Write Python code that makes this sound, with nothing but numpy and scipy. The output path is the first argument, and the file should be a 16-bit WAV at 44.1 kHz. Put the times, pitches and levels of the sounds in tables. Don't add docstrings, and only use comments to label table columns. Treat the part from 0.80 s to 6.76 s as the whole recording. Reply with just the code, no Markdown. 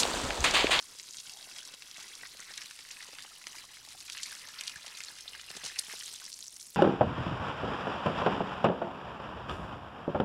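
import sys
import numpy as np
from scipy import signal
from scipy.fft import rfft, irfft, next_fast_len
from scipy.io import wavfile
from scipy.ndimage import uniform_filter1d, map_coordinates

SR = 44100
rng = np.random.default_rng(int(sys.argv[2]) if len(sys.argv) > 2 else 0)


def wav_out(sig):
    wavfile.write(sys.argv[1], SR, np.round(np.clip(np.atleast_2d(sig).T, -1, 1) * 32767).astype(np.int16))


N = 262836

# (s, dB over 5 ms, centre Hz, t60 s)
TICKS = [(0.188, -42.5, 6160, 0.04), (0.1978, -40.5, 4830, 0.011), (.229, -46, 5610, 0.0086), (0.3087, -42, 5900, .006), (.326, -47, 5900, .008), (0.3348, -44, 5540, 0.013), (0.3699, -40, 5500, .022),
         (0.384, -43, 4640, 0.015), (0.4, -41.5, 5700, 0.012), (0.4707, -49, 3920, 0.023),
         (0.496, -41, 5300, 0.008), (0.536, -44, 5600, 0.0073), (0.762, -42.5, 3540, 0.041), (0.7844, -40.5, 4340, 0.015), (.791, -45, 4470, .016), (.8303, -47, 5580, .006), (0.8516, -42.5, 5960, 0.021), (0.8755, -44, 5730, .005),
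         (0.9387, -43, 4100, 0.023), (1.0223, -43, 3970, 0.0059), (1.113, -43.5, 4700, 0.0055), (1.1717, -44.5, 5350, .008), (1.2015, -43.5, 4560, 0.036),
         (1.2277, -46, 6300, 0.0053), (1.353, -43.5, 5630, 0.0089), (1.462, -46, 4400, 0.0097), (1.603, -40.5, 6430, 0.0079),
         (1.738, -42, 3680, 0.012), (1.7768, -34.5, 5100, 0.0095), (1.812, -48, 3200, 0.011), (1.8174, -45, 3800, 0.0066), (1.8355, -48, 6300, .005), (1.859, -45, 3300, .009), (1.91, -42.5, 3170, 0.012),
         (1.99, -45.5, 5240, 0.0099), (2.089, -47, 4200, 0.0064), (2.1119, -40, 5600, 0.015),
         (2.226, -44, 3040, 0.012), (2.3858, -44.5, 4030, 0.0046), (2.4233, -42.5, 4430, 0.012), (2.6693, -37, 3460, 0.0045), (2.675, -50, 4600, .003), (2.722, -50, 5290, .006),
         (2.782, -57, 4310, 0.014), (2.9624, -54, 4180, .003), (3.0504, -48, 2800, 0.0036), (3.088, -45, 4100, 0.0079), (3.2052, -44.5, 4780, 0.0025), (3.2993, -36, 3800, 0.003),
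         (3.322, -41, 5200, 0.032), (3.331, -40.5, 4960, 0.017), (3.351, -51, 3600, 0.011), (3.3778, -40, 3930, 0.0068), (3.3856, -47, 3720, 0.0089), (3.432, -30, 5370, 0.022), (3.4603, -39, 5480, 0.012),
         (3.527, -44, 4200, 0.012), (3.5521, -42, 6150, .004), (3.687, -42.5, 4900, 0.014), (3.8103, -34.5, 3700, 0.0043), (3.8132, -43, 3460, .007), (3.837, -40, 5500, .006),
         (3.8684, -42.5, 4470, 0.014), (3.8745, -37, 4770, 0.011), (3.8787, -32.5, 4460, 0.0042), (3.8808, -39.5, 4200, 0.0045), (3.895, -38.5, 3620, 0.018), (3.958, -45, 5060, .012), (4.031, -47.5, 4230, 0.012), (4.064, -42, 4320, 0.013), (4.0676, -42.5, 3900, 0.0079), (4.08, -43, 4300, 0.007), (4.173, -41.5, 4760, 0.017), (4.2053, -42.5, 3380, 0.0067),
         (4.2368, -38.5, 5970, 0.0047), (4.248, -42, 5800, 0.0036), (4.386, -46, 4230, .03), (4.407, -43, 5100, 0.013), (4.6136, -44, 4190, 0.007), (4.702, -41.5, 4440, 0.015), (4.7137, -43, 3380, 0.0081),
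         (4.7674, -37.5, 4440, 0.028), (4.8404, -37.5, 5060, 0.018), (4.85, -35, 5370, 0.039), (4.8615, -33, 4360, 0.034),
         (4.877, -37.5, 4500, 0.066), (5.126, -44, 3980, 0.025), (5.2344, -41.5, 4730, 0.0068), (5.2604, -40.5, 7440, 0.012),
         (5.327, -44, 5140, 0.0064), (5.339, -41, 6640, .017), (5.359, -42, 6760, 0.0069), (5.4002, -45, 5140, 0.0071),
         (5.4527, -40.5, 5470, .007), (5.4632, -40.5, 5400, 0.0091),
         (5.519, -46, 5200, 0.0043), (5.5285, -40, 5200, 0.0053), (5.539, -46, 6760, .007), (5.5415, -41, 5900, 0.0057), (5.5685, -50, 6490, .005), (5.606, -41.5, 6500, 0.015), (5.6262, -41, 5030, 0.005),
         (5.658, -49, 5100, .005), (5.6726, -47.5, 5850, 0.0036), (5.6814, -39.5, 6300, 0.0034), (5.706, -54, 7800, .005), (5.757, -51, 5800, .003), (5.764, -44, 6440, 0.0037), (5.799, -48, 6300, 0.012), (5.81, -44, 5820, 0.0042), (5.821, -52, 7100, 0.0073), (5.828, -45, 5760, 0.0059)]
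# (s, dB over 5 ms, Hz)
PLIPS = [(.197, -52.5, 2250), (.4715, -54, 2800), (.495, -51.5, 2630), (.7125, -53, 2400), (0.8034, -50, 2700), (1.164, -49, 2440), (1.2412, -56, 1900), (1.4104, -55, 2220),
         (1.4335, -46, 1790), (1.453, -53, 1970), (1.4617, -56, 1770), (1.596, -52, 1770), (1.613, -56, 1540), (1.6259, -53, 2220), (1.6856, -55.5, 2050), (1.7798, -48, 2050),
         (1.817, -47, 2280), (1.9905, -54.5, 2070), (2.0505, -55, 1990), (2.1075, -49.5, 2400), (2.1688, -50, 2370), (2.2058, -47, 1900), (2.229, -52, 1850), (2.254, -60, 1220), (2.3506, -52, 2380),
         (2.3853, -51, 1570), (2.4602, -54.5, 2880), (2.517, -57.5, 1270), (2.6145, -55, 1850), (2.6403, -52.5, 2570), (2.7523, -53, 2120), (2.7826, -52.5, 2100), (2.9697, -55.5, 2200),
         (3.2818, -49, 2480), (3.3496, -53, 1840), (3.371, -43, 2640), (3.385, -46, 2720), (3.397, -49, 1920), (3.457, -48.5, 2190), (3.511, -52, 1660), (3.522, -49.5, 1410),
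         (3.527, -51, 2070), (3.7792, -58, 1690), (3.9591, -46.5, 1660), (4.2045, -42, 2180), (4.5335, -46.5, 2800), (4.5488, -47, 1930), (4.5966, -48.5, 2780),
         (4.8974, -50, 1660), (4.9586, -45, 2390), (4.9665, -48, 2210), (5.0973, -46.5, 1870), (5.1089, -48.5, 2160), (5.1277, -49, 1930),
         (5.208, -50, 2690), (5.419, -56.5, 1410), (5.479, -54.5, 1910), (5.7945, -56, 3040)]
# (s, dB over 5 ms, centre Hz, width octaves)
SLOPS = [(.122, -64, 433, 0.44), (0.151, -61, 650, 1), (.672, -60, 630, 0.48), (0.77, -59, 500, 1), (.887, -62, 750, 0.63), (0.9385, -57, 480, 1.4), (1.1819, -56.5, 680, 0.76), (1.4285, -63, 700, 1.1), (1.433, -56, 560, 2.2),
         (1.548, -61, 500, .8), (1.5926, -57, 320, 1.3), (1.705, -59.5, 650, 0.67), (2.2858, -56, 440, 0.91), (2.3307, -50.5, 620, 2), (2.4468, -53, 810, 0.93), (2.6683, -54, 730, 1.9),
         (2.745, -53.5, 970, 0.35), (2.84, -57.5, 895, 0.5), (3.075, -57.5, 830, 0.53), (3.1484, -54.5, 800, 0.49), (3.678, -58.5, 850, 0.4), (4.044, -54, 840, 0.63), (4.0686, -53.5, 766, 0.98),
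         (4.458, -58.5, 764, 0.92), (4.561, -69, 740, 0.64), (4.704, -52, 400, 2.3), (4.751, -57, 340, 1.2), (4.7655, -53.5, 380, 0.83), (4.77, -51.5, 363, 1.6),
         (4.836, -51.5, 450, 2.5), (4.844, -51, 290, 1.9), (4.8605, -50, 680, 2.1), (4.904, -64, 540, 1.3), (4.99, -56, 400, 1.5), (5.083, -54, 450, 1.5), (5.136, -47.5, 470, 0.86)]
# (s, dB over 5 ms, centre Hz, width octaves, t60 s)
SNAP = [(4.9845, -46, 5000, 0.62, .012), (4.988, -33, 5000, 0.66, 0.0046), (4.9902, -28.5, 5750, 0.54, 0.0045),
        (4.9918, -31, 4600, 0.23, 0.0073), (4.9938, -30, 9100, 0.34, 0.0043), (4.9955, -30, 6460, 0.64, 0.0082)]
AIR = [(20, 2), (100, 2.5), (350, -4), (600, -5), (1500, -7.5), (3000, 0.5), (5000, -5), (10000, -3), (15500, -4.5)]
MICROPHONE = [(100, -0.5), (1000, 3), (2800, 1), (4200, -0.5), (6000, -1), (7500, -2), (9500, -1.5), (11200, -2.5), (12500, -8), (14000, -10), (15700, -11.5)]  # (Hz, dB)
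TOP_HZ = 15800
# (s, rumble dB, far drone dB)
LOWS = [(0, -80, -91), (.6, -86, -89), (1.5, -82, -80), (2.5, -90, -85), (3.3, -80, -75), (4.05, -78, -95), (4.4, -77, -75),
        (4.85, -77, -74), (5.2, -95, -77), (5.96, -85, -84)]
# (s, dB over 5 ms, Hz)
BUMP = (3.96, -53.5, 78)
RUMBLE = [(20, -3), (45, 4), (85, 1.5), (115, 9), (170, 1), (400, -29), (1000, -18.5)]  # (Hz, dB per Hz)
# (s, dB, Hz)
LIP = [(.35, -110, 830), (.45, -75, 820), (.57, -59, 760), (.66, -67, 725), (.8, -66, 685), (.9, -74, 660), (1, -110, 660)]
# (s, dB over an even pour)
STREAM = [(0, 1.5), (.1, -1.5), (.33, 0.5), (.8, 0.5), (.93, -2.5), (1.13, 0.3), (1.55, 0.4), (1.8, 1.3), (2, 0), (2.22, 1.1),
          (2.6, -1), (2.69, -2), (2.73, 2), (2.83, 1), (2.87, -2.5), (2.93, -2), (2.97, 2), (3.03, -3.5), (3.1, 0.8), (3.3, 2.6), (3.47, 4), (3.68, 1), (3.87, 0), (3.98, -1.5),
          (4.2, 2.5), (4.35, -1.2), (4.72, 1), (4.88, 1.5), (5.22, 8), (5.31, 3.5), (5.45, 2), (5.68, -2), (5.96, -0.5)]
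# (s, dB)
PUDDLE = [(0, -3.5), (.36, -5.5), (.6, -3.5), (.95, 0), (1.35, -0.5), (1.52, -3), (1.6, 1.5), (1.72, 0.5), (2.1, -0.5), (2.4, 1), (2.6, -3), (2.9, 0), (3.2, -2.7), (3.37, 1), (3.46, -2), (3.65, 1), (4.02, 2.5), (4.35, 0),
          (4.85, 2), (5.22, -4), (5.34, -4), (5.42, -2.5), (5.5, -9), (5.62, -16), (5.96, -17)]
# (dB in an even pour, dB per dB of stream, dB per dB of puddle)
PAT_LAW = (-74, 0.041, 0.26)
GURGLE_LAW = (-69, 0.35, 0.98)
BUBBLE_LAW = (-61.5, 1, 1.73)
SPLASH_LAW = (-53.5, 1, 0.1)
LITTER_LAW = (-56.5, 1, -0.29)
DROP_HZ = 4600
DROP_SINK = .018
EMPTY_S, DRAIN_S, DRIP_SHARE = 5.25, 0.39, .3
TICK_OCTAVES, TICK_HZ, TICK_NARROWING = 0.48, 5280, 1.35
SMALL_TICKS = (8, -53.5, 2, 5600, 0.5, 0.007)
# (s, dB over 5 ms, Hz)
PINGS = [(3.7887, -38, 4370), (4.2834, -40, 4300), (4.4788, -38.5, 3900)]
PING_OCTAVES, PING_T60_S = 0.16, 0.018
SMALL_PLIPS = (4, -56.5, -0.5, 2194, 0.43)  # (per s, dB in an even pour, scatter dB, Hz, scatter octaves)
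GULP_RATE, GULP_WET_DB, GULP_DRY_DB = 24, 3.3, 1.2
RIM_HZ, RIM_OCTAVES, RIM_DB = 4080, 0.01, -21
TICK_SPREAD = .04
SPRAY_S, SPRAY_WET_DB, SPRAY_DRY_DB = 0.0096, 2, 2.5
CLICK_DB = -1.5
SLOP_T60_S, SLAP_DB = 0.027, -6
THUD_HZ, THUD_DB, THUD_DB_PER_OCTAVE = 153, -9, 16
SPLASHY_T60_S = 0.0098
# (middle s, half length s, delay s, share; negative = flipped)
REFLECTIONS = [(.75, .75, .00167, -.25), (.65, .4, .0018, .16), (1.2, .8, .00261, .13), (2.25, .3, .00107, .17), (2.8, .25, .001, .22), (4.1, .5, .00263, -.22), (4.55, .3, .0025, .2), (4.7, .4, .00087, -.17)]
GURGLE_HZ, GURGLE_SINK = 1324, 0.047
PLIP_CYCLES, PLIP_SLAP_DB = 9.5, 2
GRIT_DB = 4


def amp(db):
    return 10 ** (np.asarray(db) / 20)


def unit(x):
    return x / np.sqrt(np.mean(x ** 2) + 1e-20)


def along(points, hz):
    f, v = np.transpose(points)
    return np.interp(np.log(hz + 1), np.log(f + 1), v)


def curves(rows):
    s, *cols = np.transpose(rows)
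    return [np.interp(np.arange(N) / SR, s, c) for c in cols]


def wobble(rate):
    return map_coordinates(rng.standard_normal(int(N * rate / SR) + 4), [np.arange(N) * rate / SR])


def filtered(x, gain):
    size = next_fast_len(N + SR // 4)
    return irfft(rfft(x, size) * gain(np.fft.rfftfreq(size, 1 / SR)), size)[:N]


def add(track, s, db, sound):
    span = .005 * SR
    start = max(round(s * SR), 0)
    part = track[start:start + len(sound)]
    part += (amp(db) * np.sqrt(span) * sound / np.linalg.norm(sound))[:len(part)]


def burst(t60, size=4096, grit_db=0):
    hiss, snaps = rng.standard_normal((2, size))
    noise = hiss * amp(grit_db * np.minimum(snaps, 2) - 60 * np.arange(size) / SR / max(t60, 1e-3))
    return noise / np.linalg.norm(noise)


def band(x, hz, octaves, count=1):
    edges = np.clip([hz / 2 ** octaves, hz * 2 ** octaves], [20, 40], [.4 * SR, .48 * SR])
    return signal.sosfilt(np.tile(signal.butter(1, edges, "bandpass", fs=SR, output="sos"), (count, 1)), x)


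def scatter(x, wet_db, t60):
    path = amp(wet_db) * burst(t60)
    path[0] += 1
    return signal.fftconvolve(x, path)[:len(x)]


def grains(rate, hz, spread, cycles, size_db, clump_db, rise, wet_db, size=256, count=5):
    share = np.interp(np.arange(N) / SR, [EMPTY_S, EMPTY_S + DRAIN_S], [1, DRIP_SHARE])
    clumps, t, shower = amp(clump_db * np.tanh(wobble(45))), np.arange(size) / SR, np.zeros(N)
    for spot in range(count):
        when, pitch, weight, life, luck = np.random.default_rng(rng.integers(1 << 30)).random((int(rate * N / SR / count), 5)).T
        start = (when * (N - 1)).astype(int)
        ratio = 2 ** (spread * np.log((pitch + .02) / (1.02 - pitch)) / 2)
        f = np.minimum(np.broadcast_to(hz, N)[start] * ratio, TOP_HZ)[:, None]
        age = t * f / (cycles * (.5 + life[:, None]))
        rings = np.sin(2 * np.pi * f * t * (1 + rise * np.minimum(age, 1))) * np.exp(-np.pi * age) * (1 - np.exp(-10 * age))
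        strength = amp(size_db * np.minimum(-np.log(1 - weight), np.pi)) * clumps[start] * np.sqrt(ratio) * (luck < share[start])
        ground = np.bincount((start[:, None] + np.arange(size)).ravel(), (rings * strength[:, None]).ravel(), N + size)[:N]
        shower += scatter(ground, wet_db, t60=0.043)
    power = uniform_filter1d(uniform_filter1d(shower ** 2, size=2800), size=2800)
    return shower / np.sqrt(np.abs(power) + 1e-4)


def spatter():
    _, puddle_db = stream_at(np.arange(N) / SR)
    brighter = 2 ** (-DROP_SINK * puddle_db)
    pats = grains(rate=450, hz=310, spread=0.81, cycles=1.9, size_db=3.0, clump_db=5.0, rise=0.049, wet_db=-15.0, size=768)
    deeper = 2 ** (-GURGLE_SINK * np.arange(N) / SR)
    gurgle = grains(rate=700, hz=GURGLE_HZ * deeper, spread=0.38, cycles=5.5, size_db=4.5, clump_db=5.5, rise=0.023, wet_db=-15.0, size=768)
    bubbles = grains(rate=800, hz=2153, spread=0.42, cycles=7.1, size_db=4.5, clump_db=3.5, rise=0.016, wet_db=-7.0, size=640)
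    drops = grains(rate=1300, hz=DROP_HZ * brighter, spread=0.43, cycles=7.2, size_db=4.5, clump_db=2.5, rise=0.059, wet_db=-1.5, count=12)
    litter = grains(rate=1500, hz=8850, spread=0.43, cycles=2.96, size_db=6.0, clump_db=0.5, rise=0, wet_db=4.0, size=96, count=10)
    clicks = grains(rate=150, hz=5900 * brighter, spread=0.39, cycles=2.4, size_db=7.0, clump_db=1.0, rise=0, wet_db=-7.5, size=96)
    blades = band(litter + amp(CLICK_DB) * clicks, hz=7500, octaves=2.38, count=2)
    wet = gain(PAT_LAW) * pats + gain(GURGLE_LAW) * gurgle + gain(BUBBLE_LAW) * bubbles
    dry = gain(SPLASH_LAW) * drops + gain(LITTER_LAW) * blades
    gulps = np.tanh(wobble(GULP_RATE))
    wet_db = GULP_WET_DB * gulps + SPRAY_WET_DB * clouds(list(PLIPS) + list(SLOPS))
    dry_db = GULP_DRY_DB * gulps + SPRAY_DRY_DB * clouds([row for row in TICKS if row[3] > SPLASHY_T60_S] + list(PINGS))
    sound = amp(wet_db) * wet + amp(dry_db) * dry
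    return sound + amp(RIM_DB + puddle_db / 2) * band(sound, RIM_HZ, RIM_OCTAVES)


def cracks(rows, edge_db, wet_db, lead_db, lead=0.0056):
    track = np.zeros(N)
    for s, db, hz, octaves, t60 in rows:
        splashy = min(t60 / SPLASHY_T60_S, 1)
        push = splashy * burst(t60, grit_db=GRIT_DB)
        push[0] += amp(min(edge_db, 0))
        crumple = splashy * amp(lead_db) * burst(0.027, size=round(lead * SR))[::-1]
        ring = band(np.concatenate([crumple, push]), hz, 1.9 * octaves, count=4)
        add(track, s - lead, db, scatter(ring, wet_db + 10 * np.log10(splashy), t60=0.058))
    return track


def plips(size=2048):
    track, t = np.zeros(N), np.arange(size) / SR
    small_s, small_db, small_hz = strays(*SMALL_PLIPS)
    for s, db, hz in list(PLIPS) + list(zip(small_s, small_db + stream_at(small_s)[1], small_hz)):
        age = t * hz / PLIP_CYCLES
        bubble = np.sin(2 * np.pi * hz * t * (1 + 0.068 * np.minimum(age, 1))) * np.exp(-2 * age) * (1 - np.exp(-10 * age))
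        slap = band(burst(0.014, size, GRIT_DB), hz, 0.38, count=2)
        add(track, s, db, scatter(unit(bubble) + amp(PLIP_SLAP_DB) * unit(slap), wet_db=-4, t60=0.055))
    return track


def slops():
    track = np.zeros(N)
    for s, db, hz, octaves in SLOPS:
        add(track, s, db, band(burst(SLOP_T60_S), hz, octaves, count=2))
        add(track, s, db + SLAP_DB, band(burst(0.009), 1900, 1.5, count=2))
        add(track, s, db + THUD_DB - THUD_DB_PER_OCTAVE * np.log2(hz / 400), band(burst(.04), THUD_HZ, 0.87, count=2))
    return track


def field():
    rumble_db, drone_db = curves(LOWS)
    air = unit(filtered(rng.standard_normal(N), lambda hz: amp(along(AIR, hz))))
    rumble = unit(filtered(rng.standard_normal(N), lambda hz: amp(along(RUMBLE, hz))))
    phase = 2 * np.pi * np.cumsum(60 + 1.83 * wobble(1.5)) / SR
    drone = unit(np.sin(phase) + amp(-3.5) * np.sin(2 * phase)) * amp(1.9 * wobble(7.5))
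    return amp(-63.5) * air + amp(rumble_db) * rumble + amp(drone_db) * drone


def lip():
    db, hz = curves(LIP)
    return amp(db) * grains(rate=900, hz=hz, spread=.14, cycles=7, size_db=1, clump_db=1, rise=0, wet_db=0, size=1024)


def bump():
    track = np.zeros(N)
    s, db, hz = BUMP
    add(track, s, db, band(burst(0.054), hz, 0.9, count=2))
    return track


def stream_at(s):
    return np.interp(s, *np.transpose(STREAM)), np.interp(s, *np.transpose(PUDDLE))


def gain(law):
    db, per_stream, per_puddle = law
    stream_db, puddle_db = stream_at(np.arange(N) / SR)
    return amp(db + per_stream * stream_db + per_puddle * puddle_db)


def strays(rate, db, scatter_db, hz, octaves):
    slots = np.arange(int(rate * N / SR))
    when, size, pitch = np.random.default_rng(rng.integers(1 << 30)).random((len(slots), 3)).T
    s = (slots + when) / rate
    even = lambda u: np.sqrt(3) * (2 * u - 1)
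    return s, db + scatter_db * even(size) + stream_at(s)[0], hz * 2 ** (octaves * even(pitch))


def ticks():
    *shower, small_t60 = SMALL_TICKS
    small = [(s, db, hz * 2 ** (-DROP_SINK * stream_at(s)[1]), small_t60) for s, db, hz in zip(*strays(*shower))]
    leaves = [(s, db, hz, TICK_OCTAVES * (TICK_HZ / hz) ** TICK_NARROWING * 2 ** (TICK_SPREAD * stream_at(s)[1]), t60)
              for s, db, hz, t60 in list(TICKS) + small]
    handle = [(s, db, hz, PING_OCTAVES, PING_T60_S) for s, db, hz in PINGS]
    return cracks(handle + leaves, edge_db=-10.5, wet_db=-6, lead_db=-14)


def clouds(rows):
    near = np.zeros(N)
    near[[round(row[0] * SR) for row in rows]] = 1
    t = np.arange(-SR // 10, SR // 10 + 1) / SR
    return np.tanh(signal.fftconvolve(near, np.exp(-np.abs(t) / np.where(t < 0, SPRAY_S / 2, 2 * SPRAY_S)), "same"))


def hollow(x):
    t, sound = np.arange(N) / SR, x.copy()
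    for middle, half, delay, share in REFLECTIONS:
        sound += share * np.exp(-((t - middle) / half) ** 4) * np.pad(x, (round(delay * SR), 0))[:N]
    return sound


def scene():
    snap = cracks(SNAP, edge_db=-7, wet_db=-13, lead_db=-18)
    pour = hollow(spatter() + amp(2.5) * plips() + ticks()) + amp(-5.5) * lip() + slops()
    return (pour + snap + bump() + field())[None]


def record(dry):
    sound = filtered(dry[0], lambda hz: amp(along(MICROPHONE, hz))) + amp(-70.0) * rng.standard_normal(N)
    return filtered(sound, lambda hz: hz < TOP_HZ)[None]


dry = scene()
out = record(dry)
wav_out(out)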